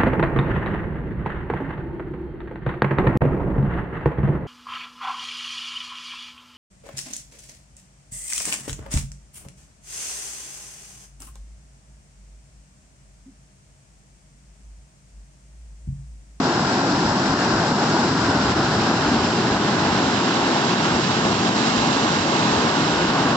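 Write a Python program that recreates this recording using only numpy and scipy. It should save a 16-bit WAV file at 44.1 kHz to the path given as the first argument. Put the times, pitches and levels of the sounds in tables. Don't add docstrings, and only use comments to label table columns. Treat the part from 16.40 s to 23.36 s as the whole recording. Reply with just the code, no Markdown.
import sys
import numpy as np
from scipy import signal
from scipy.fft import rfft, irfft
from scipy.io import wavfile
from scipy.ndimage import uniform_filter1d, minimum_filter1d

SR = 44100
rng = np.random.default_rng(int(sys.argv[2]) if len(sys.argv) > 2 else 0)


def wrap_up_sound(samples):
    columns = np.atleast_2d(samples).T
    tamed = np.clip(columns, -1, 1)
    steps = np.round(tamed * 32767).astype(np.int16)
    wavfile.write(sys.argv[1], SR, steps)


N = 306936
HZ = np.maximum(np.arange(N // 2 + 1) * SR / N, 1)
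RUMBLE_TOP_HZ, ROAR_TOP_HZ, SPLASH_TOP_HZ = 96, 474, 1800
# f/Hz, level/dB
WATER_SPECTRUM = [(25, -31), (45, -25), (66, -12), (120, -5.5), (180, -2.5), (250, -3), (340, -3.5),
                  (520, -12.5), (760, -7), (1000, -7.5), (1500, -11.5), (2000, -17), (5200, -20),
                  (7100, -21.6), (7650, -23.5), (8400, -45)]


def from_db(db):
    return 10 ** (np.asarray(db) / 20)


def rms_one(x):
    return x / np.sqrt(np.mean(x ** 2) + 1e-20)


def in_time(rows):
    times, *columns = np.transpose(rows)
    return [np.interp(np.arange(N) / SR, times, c) for c in columns]


def in_pitch(rows):
    hz, *columns = np.transpose(rows)
    return [np.interp(np.log(HZ), np.log(hz), c) for c in columns]


def bumps(rows, width_s):
    t = np.arange(N) / SR
    return sum(db * np.exp(-((t - s) / width_s) ** 2) for s, db in rows)


def below(edge_hz, order=8):
    return 1 / (1 + (HZ / edge_hz) ** order)


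def coloured(x, gain):
    return irfft(rfft(x) * gain, N)


def evened(x, weight, samples):
    power = uniform_filter1d(coloured(x[0], weight) ** 2, size=samples)
    return x / rms_one(np.sqrt(power))


def waver(rate_hz, spread_db):
    hop, settle = 40, 2000
    pole = np.exp(-2 * np.pi * rate_hz * hop / SR)
    noise = rng.standard_normal(N // hop + settle + 2)
    slow = rms_one(signal.lfilter([1], [1, -2 * pole, pole * pole], noise)[settle:])
    return from_db(spread_db * np.interp(np.arange(N) / hop, np.arange(len(slow)), slow))


def impacts(per_s, spread_db, echo_db):
    struck = rng.random((3, N)) < per_s / SR
    sizes = from_db(spread_db * np.minimum(rng.exponential(1, struck.shape), 4))
    hits = rms_one(struck * sizes * rng.choice([-1, 1], struck.shape))
    return rms_one(hits + from_db(echo_db) * rng.standard_normal(struck.shape))


def pool():
    # t/s, level/dB
    plunge = [(0, -14), (1.4, -11.5), (1.7, -4.5), (2.1, 5), (2.55, -6), (3.3, -8), (4.2, -15), (4.8, -8.5),
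              (5.3, -11), (6, -12), (6.96, -8)]
    # t/s, level/dB above the rumble
    surges = [(.26, 15), (.54, 10.5), (.68, 18), (.92, 14.5), (1.16, 15.5), (1.32, 10), (1.87, 5),
              (2.41, 6.5), (2.67, 11), (2.82, 11), (3.13, 13), (3.49, 13), (3.65, 11), (4.05, 11.5),
              (4.55, 12.5), (4.87, 9.5), (5.0, 9), (5.39, 13), (5.6, 6.5), (5.81, 12.5), (6.17, 16),
              (6.56, 10.5), (6.68, 8.5), (6.88, 6)]
    rumble_db, = in_time(plunge)
    water_db, = in_pitch(WATER_SPECTRUM)
    slabs = impacts(per_s=200, spread_db=3.5, echo_db=0.5)
    thuds = coloured(slabs, np.sqrt(below(RUMBLE_TOP_HZ, order=16)))
    rumble = evened(thuds, from_db(water_db), samples=4001)
    return from_db(rumble_db + bumps(surges, width_s=0.062)) * rumble


def bubble_clouds():
    # t/s, level/dB
    boom_levels = [(0, 1), (.45, -1.7), (.63, 2.5), (.88, -1), (1.2, 1.5), (1.5, 0.5), (2.4, 2),
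                   (2.72, -0.5), (3.25, 1.4), (3.6, 0.2), (3.85, -2.5), (4.1, -4), (4.35, 1.5), (5, 2),
                   (5.25, -1.5), (5.85, -0.5), (6.45, 0.5), (6.96, 1.5)]
    boom_db, = in_time(boom_levels)
    water_db, = in_pitch(WATER_SPECTRUM)
    pulses = impacts(per_s=4000, spread_db=1.5, echo_db=3.5)
    band = np.sqrt(below(ROAR_TOP_HZ) * (1 - below(RUMBLE_TOP_HZ, order=16)))
    large = below(edge_hz=190, order=16)
    boom, roar = (evened(coloured(pulses, band * share), from_db(water_db), samples=17001)
                  for share in (large, 1 - large))
    return from_db(-0.77) * (from_db(boom_db) * boom + roar)


def hollow_resonance(width_hz=34):
    # t/s, centre f/Hz, level/dB
    course = [(0, 239, 6), (.25, 255, -5), (.52, 279.3, 2.5), (.95, 226, -9), (1.4, 205, -2.5),
              (1.8, 274, 2.5), (2.1, 265.2, -6.5), (2.5, 227.6, 1.5), (2.9, 234.6, 3), (3.3, 212.7, -3.5),
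              (3.75, 258.3, 1.5), (4.2, 250, -4.5), (4.6, 230.1, -0.5), (5.2, 225.1, 0), (5.6, 239.9, 2),
              (6, 235, -0.5), (6.35, 232, 1), (6.96, 254.7, 1)]
    centre_hz, level_db = in_time(course)
    flutter = coloured(rng.standard_normal((3, N)), np.sqrt(below(width_hz, order=4)))
    carrier = np.exp(2j * np.pi * np.cumsum(centre_hz - width_hz / 2) / SR)
    ringing = np.real(signal.hilbert(flutter) * carrier)
    return from_db(level_db - 26.5) * rms_one(evened(ringing, 1, samples=13001))


def splashes():
    # t/s, level/dB
    swell = [(0, -1.3), (.8, -1.6), (1, -1.2), (1.7, -1), (2.35, -0.2), (2.8, -1.8), (3.4, -1.5),
             (4.3, -1.1), (4.75, -2), (5.8, -1.2), (6.25, -0.2), (6.45, -1.3), (6.96, 0.5)]
    swell_db, = in_time(swell)
    sheets = impacts(per_s=4000, spread_db=4.5, echo_db=1.0)
    band = np.sqrt(below(SPLASH_TOP_HZ) * (1 - below(ROAR_TOP_HZ)))
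    low = below(edge_hz=1170)
    churn = sum(coloured(sheets, band * share) * waver(rate_hz=5, spread_db=0.74)
                for share in (low, 1 - low))
    return from_db(swell_db) * churn


def spray():
    # t/s, level/dB
    brightness = [(0, -0.5), (1.499, 0.5), (3.2, -1.4), (4.3, -0.5), (5.4, 1), (6.1, 0.3), (6.685, -1.1),
                  (6.715, -3), (6.78, -1.5), (6.96, -2)]
    treble_db, = in_time(brightness)
    drops = impacts(per_s=7000, spread_db=3.0, echo_db=1.0) * waver(rate_hz=13, spread_db=0.48)
    hiss = coloured(drops, np.sqrt(1 - below(SPLASH_TOP_HZ)))
    treble = coloured(hiss, 1 - below(edge_hz=4300))
    return from_db(-1.78) * (hiss + (from_db(treble_db) - 1) * treble)


def port(rows, turn):
    facing, turned = np.hsplit(np.array(rows), 2)
    gain_db, = in_pitch(facing + turn * (turned - facing))
    return from_db(gain_db)


def across_gorge(spectra, turn):
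    # f/Hz, then scattered-to-direct level/dB, left lead/rad (facing; turned away)
    field = [(30, -14.5, 0, -13.5, -.8), (70, -20.5, -0.15, -20.5, 0.1), (200, -25.5, 0, -22, 0.26),
             (330, -18.5, -.05, -18.5, 0.3), (526, -8, -.15, -4, 0.77), (790, -15.5, -0.67, -7, 1),
             (1070, -6.5, -0.35, -4.5, 0.95), (1240, -0.5, -0.87, 0.5, 1.5), (1450, -3.5, -1.6, -1, 2),
             (1720, 6, 0.073, -3.5, 1.36), (2090, 15, 1.2, 1, 2.5), (2330, 1.5, 0.82, 7, -0.1),
             (2670, 1, -0.96, -6.5, -0.95), (3270, 9.5, -1.3, 0, -.5), (4200, 10.5, -1.1, 5.5, 2.5),
             (5200, 6, -1.7, 7, 0.2), (6150, 7.5, 1.1, 5, 2), (8000, 8, 1.4, 11, 5.5)]
    # f/Hz, level/dB facing the fall; f/Hz, level/dB turned away
    left_response = [(120, 0, 120, -0.9), (235, -0.4, 170, 0.1), (320, 1.1, 320, -1), (430, 0, 410, 1),
                     (550, .8, 500, 1.7), (760, 1, 720, 1.2), (1200, -.5, 1400, -1.1), (1430, 4, 1450, 1.5),
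                     (1840, -0.5, 1880, -1.5), (2110, -6, 2030, -2), (2400, -7, 2300, -8.5),
                     (2920, -18, 2430, -14), (3200, -10, 2680, -7), (3400, -6.3, 2800, -11.5),
                     (4050, -0.1, 4000, -7), (4400, -0.3, 4600, -6), (5120, 4.5, 5600, 1),
                     (6500, -6, 6000, 0), (7200, -2, 6400, -0.4)]
    right_response = [(120, -0.5, 120, -1.6), (235, -0.6, 270, -1.2), (320, 0, 380, -0.5),
                      (430, -0.5, 400, 1.2), (530, -1.1, 530, 2.8), (730, -0.5, 660, -3),
                      (1050, -2.5, 1200, 0), (1230, -7, 1100, -1), (1450, 1, 1460, 0.4),
                      (1790, -3, 2000, 2), (2000, 0, 2100, 5), (2270, -5, 2340, .5), (2750, .5, 2700, 7),
                      (3470, -2.5, 3500, 4.5), (3900, -0.7, 3800, 7), (5470, -2, 5150, 2.2),
                      (6300, -12, 6800, -11.5), (7700, -6.5, 7600, -5)]
    facing, turned = np.reshape(in_pitch(field), (2, 2, -1))
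    scatter_db, lead = facing + turn * (turned - facing)
    scatter = from_db(scatter_db)
    direct, diffuse_left, diffuse_right = spectra
    left = (direct + scatter * diffuse_left) * port(left_response, turn ** 2.1)
    right = (direct * np.exp(-1j * lead) + scatter * diffuse_right) * port(right_response, turn)
    return irfft(np.array([left, right]) / np.sqrt(1 + scatter ** 2), N)


def turning_microphone(spectra, headings):
    # t/s, turn (0 facing the fall, 1 turned to the cliff)
    path = [(0, 0.029), (.8, 0.088), (1.7, 0.22), (2.4, 0.39), (3.1, 0.57), (3.9, 0.78), (4.7, 0.87),
            (5.4, 0.97), (6.1, 0.95), (6.95, 0.71)]
    turn, = in_time(path)
    position = np.clip(turn, 0, 1) * (headings - 1)
    return sum(np.maximum(1 - np.abs(position - k), 0) * across_gorge(spectra, k / (headings - 1))
               for k in range(headings))


def limiter(x, ceiling_db, release_db_per_s):
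    peak_db = 20 * np.log10(np.abs(x).max(axis=0) + 1e-9)
    over_db = np.maximum(peak_db - ceiling_db, 0)
    ramp = release_db_per_s * np.arange(N) / SR
    duck_db = np.maximum.accumulate(over_db + ramp) - ramp
    return x * from_db(uniform_filter1d(minimum_filter1d(-duck_db, size=65), size=65))


def scene():
    # t/s, depth/dB
    dips = [(.43, 0.8), (.74, 1.7), (1.75, 2.1), (2.15, 4), (3.02, 0.5), (4.75, 1.3), (5.14, 1.8),
            (5.85, 1.5), (6.44, 0.8), (6.72, 1.5)]
    water_db, = in_pitch(WATER_SPECTRUM)
    water = pool() + bubble_clouds() + hollow_resonance() + splashes() + spray()
    water *= from_db(-bumps(dips, width_s=0.02))
    return turning_microphone(rfft(water) * from_db(water_db), headings=5)


def record(dry):
    held = limiter(dry * from_db(.2), ceiling_db=-7.7, release_db_per_s=30)
    low_pass = signal.ellip(10, .1, 90, 8500, fs=SR, output="sos")
    return signal.sosfilt(low_pass, held)


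dry = scene()
out = record(dry)
wrap_up_sound(out)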